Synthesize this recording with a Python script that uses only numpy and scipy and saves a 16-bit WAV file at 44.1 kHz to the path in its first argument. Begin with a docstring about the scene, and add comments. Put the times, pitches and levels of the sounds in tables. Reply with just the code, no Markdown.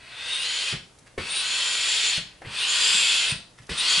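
"""A hand pump fills an inflatable boat: four strokes of air hiss through a ribbed hose and the valve. The hose
rings with its pipe resonances, its ribs sing breathily and the valve whistles as the flow builds. The piston
rubs along the barrel, thumping and clacking at the ends of its travel. Heard in a quiet living room with a
faint mains hum, the pump a little left of a stereo microphone pair."""
import sys
import numpy as np
from scipy import signal
from scipy.fft import rfft, irfft, next_fast_len
from scipy.io import wavfile
from scipy.ndimage import map_coordinates

SR = 44100
rng = np.random.default_rng(int(sys.argv[2]) if len(sys.argv) > 2 else 0)


def digitize_waveform(pressure):
    """Quantize a signal to 16-bit integers and store it at the path in sys.argv[1].

    Rows of a 2-D input are taken as channels; values are limited to [-1, 1].
    """
    field = np.atleast_2d(pressure).T
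    bounded = np.clip(field, -1, 1)
    quanta = np.round(bounded * 32767).astype(np.int16)
    wavfile.write(sys.argv[1], SR, quanta)


N = 176400
FULL_FLOW_DB = -23.5  # air flow of a firm stroke
# how unlike the room sounds at the two microphones (f/Hz, side over mid)
STEREO_SPREAD = [(60, .12), (150, 0.26), (300, 0.5), (700, 0.6), (4000, .44), (8000, 0.52)]


def hose_air(flow_db, width_hz=25.6):
    """A dull rush at low flow; the valve's jet takes over as the flow grows. Both ring the hose."""
    # spectra of the valve's jet and of the air in the hose (f/Hz, level/dB)
    jet_spectrum = [(120, -35), (200, -27.5), (450, -18), (750, -23.5), (950, -20), (1800, -10.5),
                    (2250, -5), (2600, -1), (3450, -2), (4500, -3.5), (5300, -7), (6300, -11.5),
                    (7400, -14.5), (8000, -9), (8700, -10.5), (11000, -17.5)]
    rush_spectrum = [(100, -46), (400, -8), (800, -3), (1100, -1.5), (2000, 3.5), (3600, -2), (4800, -4.5),
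                     (5600, -52), (8000, -17), (11000, -25)]
    # pipe resonances of the hose (f/Hz, level/dB over the plain hiss)
    modes = [(940, 4), (1040, 4), (1503, 6), (1625, 3), (1924, 7), (2531, 7), (2619, 5), (2821, 4),
             (3050, 4), (3166, 5), (3256, 4), (3403, 7), (3483, 6), (3596, 2), (3854, 5), (4049, 0),
             (4274, 5), (4374, 1), (4533, 4), (4795, 4)]
    jet = amp(-27 + 1.16 * (flow_db - FULL_FLOW_DB + 0.48 * wobble(30.25))) * noise(jet_spectrum)
    drive = amp(0.99 * (flow_db + 38.5))  # the rush levels off above a flow of -38.5 dB
    rush = amp(-40.5) * drive / np.sqrt(1 + drive ** 2) * noise(rush_spectrum)
    peaks = [(hz, np.sqrt(1 + amp(db) ** 2) - 1) for hz, db in modes]
    pipe = lambda f: 1 + sum(gain / (1 + 2j * (f - hz) / width_hz) for hz, gain in peaks)
    return filtered(jet + rush, pipe)


def edge_tones(flow_db):
    """The ribbed hose's breathy edge tone sharpens with air speed; a lower band glides along with it."""
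    # edge tone, one curve a stroke (t/s, f/Hz, level/dB)
    curves = [
        [(0, 3517, -79), (.13, 3560, -45), (.34, 3692, -28), (.41, 3864, -39), (.5, 4250, -35.5),
         (.7, 4290, -46), (.8, 4200, -80)],
        [(1.2, 3494, -76), (1.3, 3639, -36), (1.37, 3852, -31), (1.48, 4204, -36.5), (1.93, 4560, -43),
         (2.16, 4220, -32.5), (2.25, 4120, -77)],
        [(2.48, 3280, -82), (2.58, 3485, -29.5), (2.67, 4258, -35.5), (2.85, 4810, -31), (3, 4800, -32),
         (3.2, 4480, -42), (3.31, 3726, -32), (3.38, 3520, -80)],
        [(3.74, 3443, -82), (3.785, 3625, -30), (3.87, 4375, -29), (3.96, 4574, -29), (4, 4460, -34)],
    ]
    hz, gain = stroke_curves(curves)
    lower = amp(-34 + flow_db - FULL_FLOW_DB) * fuzzy_tone(0.73 * hz, width_hz=127)
    return gain * fuzzy_tone(hz, width_hz=120) + lower


def valve_whistle(flow_db, breakup_db=-22.5):
    """The valve whistles at full flow and breaks up into a band of hiss when pushed hard."""
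    # whistle, one curve a stroke (t/s, f/Hz, level/dB)
    curves = [
        [(.42, 6850, -44), (.52, 6930, -40.5), (.68, 6980, -39.5), (.74, 6900, -50)],
        [(1.38, 6950, -64), (1.46, 7000, -37), (1.53, 6980, -33.5), (1.6, 7150, -37), (1.76, 7100, -35),
         (1.92, 7230, -31.5), (2.04, 7050, -33.5), (2.1, 6990, -26), (2.17, 6900, -70)],
        [(2.63, 6750, -56), (2.7, 6980, -27), (2.76, 7150, -35.5), (2.83, 7350, -29), (2.98, 7520, -27.5),
         (3.15, 7180, -32), (3.24, 7000, -37), (3.29, 6900, -70)],
        [(3.83, 6850, -70), (3.9, 7000, -30.5), (4, 7020, -32)],
    ]
    hz, gain = stroke_curves(curves)
    hz = hz + 25 * wobble(25)
    rough_share = 1 / (1 + amp(np.clip(4 * (breakup_db - flow_db), -100, 100)))
    narrow = np.sqrt(1 - rough_share) * fuzzy_tone(hz, width_hz=75)
    rough = np.sqrt(rough_share) * fuzzy_tone(hz, width_hz=422)
    return gain * amp(1.83 * wobble(25.06)) * (narrow + rough)


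def valve_chirps():
    """Thin whistles at middling air speed glide up as the flow builds and down as it dies."""
    # glides (t/s, length/s, first f/Hz, last f/Hz, level/dB)
    chirps = [(.26, .2, 8840, 9220, -35), (1.275, .17, 8860, 9230, -29.5), (2.555, .11, 8770, 9300, -35),
              (3.277, .052, 9150, 8860, -28), (3.772, .045, 8880, 9080, -25.5)]
    out = np.zeros(N)
    for start, length, first_hz, last_hz, db in chirps:
        hz = np.interp(clock(), [start, start + length], [first_hz, last_hz]) + 45 * wobble(300)
        envelope = amp(db + 2 * wobble(70)) * arch(start, length)
        out += envelope * np.sin(2 * np.pi * np.cumsum(hz) / SR)
    return out


def piston_thumps(rise_s=0.0077):
    """The piston reaches its stop, the pump shoves the floor and the boards shudder."""
    # shoves on the floor (t/s, level/dB, f/Hz)
    thumps = [(.731, -25.5, 144), (1.013, -47, 128.4), (1.179, -39, 90), (1.193, -29, 86),
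              (2.173, -27.5, 170.7), (2.466, -30, 108.9), (2.942, -38, 195), (3.318, -22.5, 133.2),
              (3.597, -37, 118), (3.69, -36, 93.8), (3.703, -29.5, 73.4), (3.971, -35, 167)]
    # spectrum of the floorboards (f/Hz, level/dB)
    board_spectrum = [(20, -16), (45, -7.5), (120, -6.5), (190, -2.5), (330, -19.5), (700, -20.5),
                      (2000, -74)]
    out, boards = np.zeros(N), noise(board_spectrum)
    for start, db, hz in thumps:
        push = 2 * strike(start, rise_s, t60=0.072) * np.sin(2 * np.pi * hz * (clock() - start))
        shudder = amp(-13.5) * strike(start, rise_s, t60=0.35) * boards
        out += amp(db) * (push + shudder)
    return out


def seal_rub():
    """The piston seal slides along the barrel with a hollow rub."""
    # slides (t/s, length/s, level/dB)
    rubs = [(1.18, 0.89, -46.5), (2.45, 0.92, -41), (3.679, .6, -38)]
    # resonances of the rub (f/Hz, width/Hz, level/dB)
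    modes = [(1000, 115, -4), (1340, 410, 1)]
    envelope = sum(amp(db) * np.sqrt(np.abs(arch(start, length))) for start, length, db in rubs)
    return envelope * resonant(modes)


def plastic_clacks():
    """Handle and flap valve click on contact and briefly ring the hollow barrel."""
    # contacts (t/s, barrel level/dB, click level/dB)
    contacts = [(0.725, -39, -29.5), (1.177, -26, -26.5), (1.197, -32.5, -37), (2.174, -42, -32.5),
                (2.417, -32, -39), (2.446, -59, -35.5), (3.292, -40, -38), (3.691, -29.5, -29.5),
                (3.71, -42, -31)]
    # resonances of the barrel (f/Hz, width/Hz, level/dB)
    barrel_modes = [(434, 54, 4), (504, 75, -1), (820, 300, -11), (1310, 45, -21)]
    # spectrum of the click (f/Hz, level/dB)
    click_spectrum = [(200, 16.5), (900, 2.5), (2200, 13.5), (4000, -11), (6000, -28), (11000, -10)]
    out, barrel, click = np.zeros(N), resonant(barrel_modes), noise(click_spectrum)
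    for start, barrel_db, click_db in contacts:
        out += amp(barrel_db) * strike(start, rise_s=0.0012, t60=0.069) * barrel
        out += amp(click_db) * strike(start, rise_s=0.0021, t60=0.095) * click
    return out


def light_scrapes():
    """The rod and the vinyl give small grainy scrapes between strokes."""
    # scrapes (t/s, length/s, level/dB, centre f/Hz)
    scrapes = [(0.984, 0.015, -51, 6000), (1.06, .026, -47.5, 1570), (3.574, 0.032, -48.5, 1570),
               (3.615, .03, -52, 2590), (3.665, 0.009, -49.5, 4500)]
    grain = unit(amp(3.23 * wobble(440)))
    return grain * sum(amp(db) * arch(start, length) * resonant([(hz, 0.82 * hz, 0)])
                       for start, length, db, hz in scrapes)


def living_room(x, renew_s=0.4):
    """Direct sound plus a slowly shifting tail that differs a little between the two microphones."""
    # reverberation time (f/Hz, t60/s)
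    decay = [(100, 0.2), (500, 0.33), (2500, 0.32), (5000, 0.38), (10000, 0.26)]
    # tail over the direct sound at the microphones (f/Hz, level/dB)
    tail_level = [(100, -14), (250, -8.5), (600, -4.5), (1500, -2), (4000, -1.5), (9000, -3.5)]
    hop = int(renew_s * SR)
    padded, wet = np.pad(x, (hop, 2 * hop)), np.zeros((2, N + 2 * SR))
    for i in range(0, N + hop, hop):  # each overlapping stretch gets a fresh tail
        hz, t, spectra = signal.stft(rng.standard_normal((2, SR // 2)), SR, nperseg=256)
        fade = np.exp(-np.log(1000) * t / along(decay, hz)[:, None])
        tail = signal.istft(spectra * fade, SR, nperseg=256)[1]
        stretch = padded[i:i + 2 * hop] * np.hanning(2 * hop)
        reverb = signal.fftconvolve(stretch[None], tail / np.linalg.norm(tail[0]), axes=1)
        wet[:, i:i + reverb.shape[1]] += reverb
    mid, side = wet[:, hop:hop + N]
    mix_angle = lambda hz: np.arctan(amp(along(tail_level, hz)))  # equal-power mix
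    direct = filtered(x, lambda hz: np.cos(mix_angle(hz)))
    return direct + filtered(stereo(mid, side), lambda hz: np.sin(mix_angle(hz)))


def room_tone(hum_hz=122):
    """Faint noise of the still room, with a mains hum."""
    # spectrum of the still room (f/Hz, level/dB)
    spectrum = [(25, -7), (60, -2), (120, -3.5), (200, -7), (500, -9.5), (1000, -13.5), (3000, -18),
                (11000, -22)]
    hum = amp(-63) * np.sin(2 * np.pi * hum_hz * clock())
    return amp(-56) * stereo(noise(spectrum), noise(spectrum)) + hum


def stereo(mid, side):
    """Left and right microphone signals, most alike in the bass."""
    side = filtered(side, lambda hz: along(STEREO_SPREAD, hz))
    return np.array([mid + side, mid - side])


def amp(db):
    """Decibels to gain."""
    return 10 ** (np.asarray(db) / 20)


def unit(x):
    """Scale to rms 1."""
    return x / np.sqrt(np.mean(x ** 2) + 1e-20)


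def along(points, hz):
    """Interpolate (f/Hz, value) points on a log frequency axis."""
    f, values = np.transpose(points)
    return np.interp(np.log(hz + 1), np.log(f + 1), values)


def clock():
    """Seconds at every sample."""
    return np.arange(N) / SR


def wobble(rate):
    """A smooth random curve with `rate` knots a second."""
    return map_coordinates(rng.standard_normal(2000), [clock() * rate], mode="wrap")


def filtered(x, response):
    """Filter x by a gain given as a function of frequency."""
    size = next_fast_len(N + SR // 2)
    return irfft(rfft(x, size) * response(np.fft.rfftfreq(size, 1 / SR)), size)[..., :N]


def noise(spectrum):
    """Noise of rms 1 with a (f/Hz, level/dB) colour."""
    return unit(filtered(rng.standard_normal(N), lambda hz: amp(along(spectrum, hz))))


def resonant(modes):
    """Noise of rms 1 ringing in (f/Hz, width/Hz, level/dB) resonances."""
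    power = lambda f: sum((amp(db) * f * width) ** 2 / ((hz * hz - f * f) ** 2 + (f * width) ** 2)
                          for hz, width, db in modes)
    return unit(filtered(rng.standard_normal(N), lambda f: np.sqrt(power(f))))


def fuzzy_tone(hz, width_hz):
    """A turbulent whistle of rms 1: a band of noise around a moving pitch."""
    a, b = filtered(rng.standard_normal((2, N)), lambda f: 1 / (1 + (f / width_hz) ** 2))
    phase = 2 * np.pi * np.cumsum(hz) / SR
    return unit(a * np.cos(phase) + b * np.sin(phase))


def strike(start, rise_s, t60):
    """Envelope of a blow: quick rise, exponential decay."""
    t, out = np.arange(SR // 2) / SR, np.zeros(N + SR)
    attack = 1 - np.exp(-(t / rise_s) ** 2)
    out[int(start * SR):][:len(t)] = attack * np.exp(-np.log(1000) * t / t60)
    return out[:N]


def arch(start, length):
    """Envelope that swells and fades once."""
    return np.sin(np.pi * np.clip((clock() - start) / length, 0, 1))


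def stroke_curves(strokes):
    """Pitch and gain from one (t/s, f/Hz, level/dB) curve a stroke; silent between strokes."""
    times, hz, db = np.concatenate(strokes).T
    t = clock()
    sounding = sum((t >= rows[0][0]) & (t <= rows[-1][0]) for rows in strokes) > 0
    return np.interp(t, times, hz), sounding * amp(np.interp(t, times, db))


def scene():
    """The pump at work in the living room, a little left of centre."""
    # air flow, one curve a stroke (t/s, level/dB)
    strokes = [
        [(0, -50.5), (.13, -42.5), (.29, -29.5), (.36, -29), (.55, -26), (.725, -26.5), (.78, -57), (.9, -91)],
        [(1.172, -82), (1.182, -35.5), (1.24, -34.5), (1.35, -26), (1.55, -25.5), (1.74, -23.5), (1.95, -21.5),
         (2.175, -24), (2.225, -49), (2.35, -60)],
        [(2.42, -68), (2.46, -45.5), (2.53, -32.5), (2.6, -25.5), (2.75, -21), (2.9, -19.5), (3.1, -20),
         (3.315, -24), (3.37, -53), (3.5, -78)],
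        [(3.686, -82), (3.696, -30), (3.77, -30), (3.785, -23), (3.84, -23), (3.89, -20.5), (4, -21)],
    ]
    # left microphone over right (f/Hz, level/dB)
    balance = [(100, -1), (500, 0.5), (1200, 1.3), (3000, 1.1), (8000, .7), (11000, 0)]
    flow_db = np.interp(clock(), *np.concatenate(strokes).T)
    air = hose_air(flow_db) + edge_tones(flow_db) + valve_whistle(flow_db) + valve_chirps()
    mechanism = piston_thumps() + seal_rub() + plastic_clacks() + light_scrapes()
    pan = lambda hz: amp(along(balance, hz) * np.array([[0.5], [-0.5]]))
    return filtered(living_room(air + mechanism), pan) + room_tone()


def record(dry):
    """The recorder keeps nothing above 11080 Hz."""
    return filtered(dry, lambda hz: hz < 11080)


dry = scene()
out = record(dry)
digitize_waveform(out)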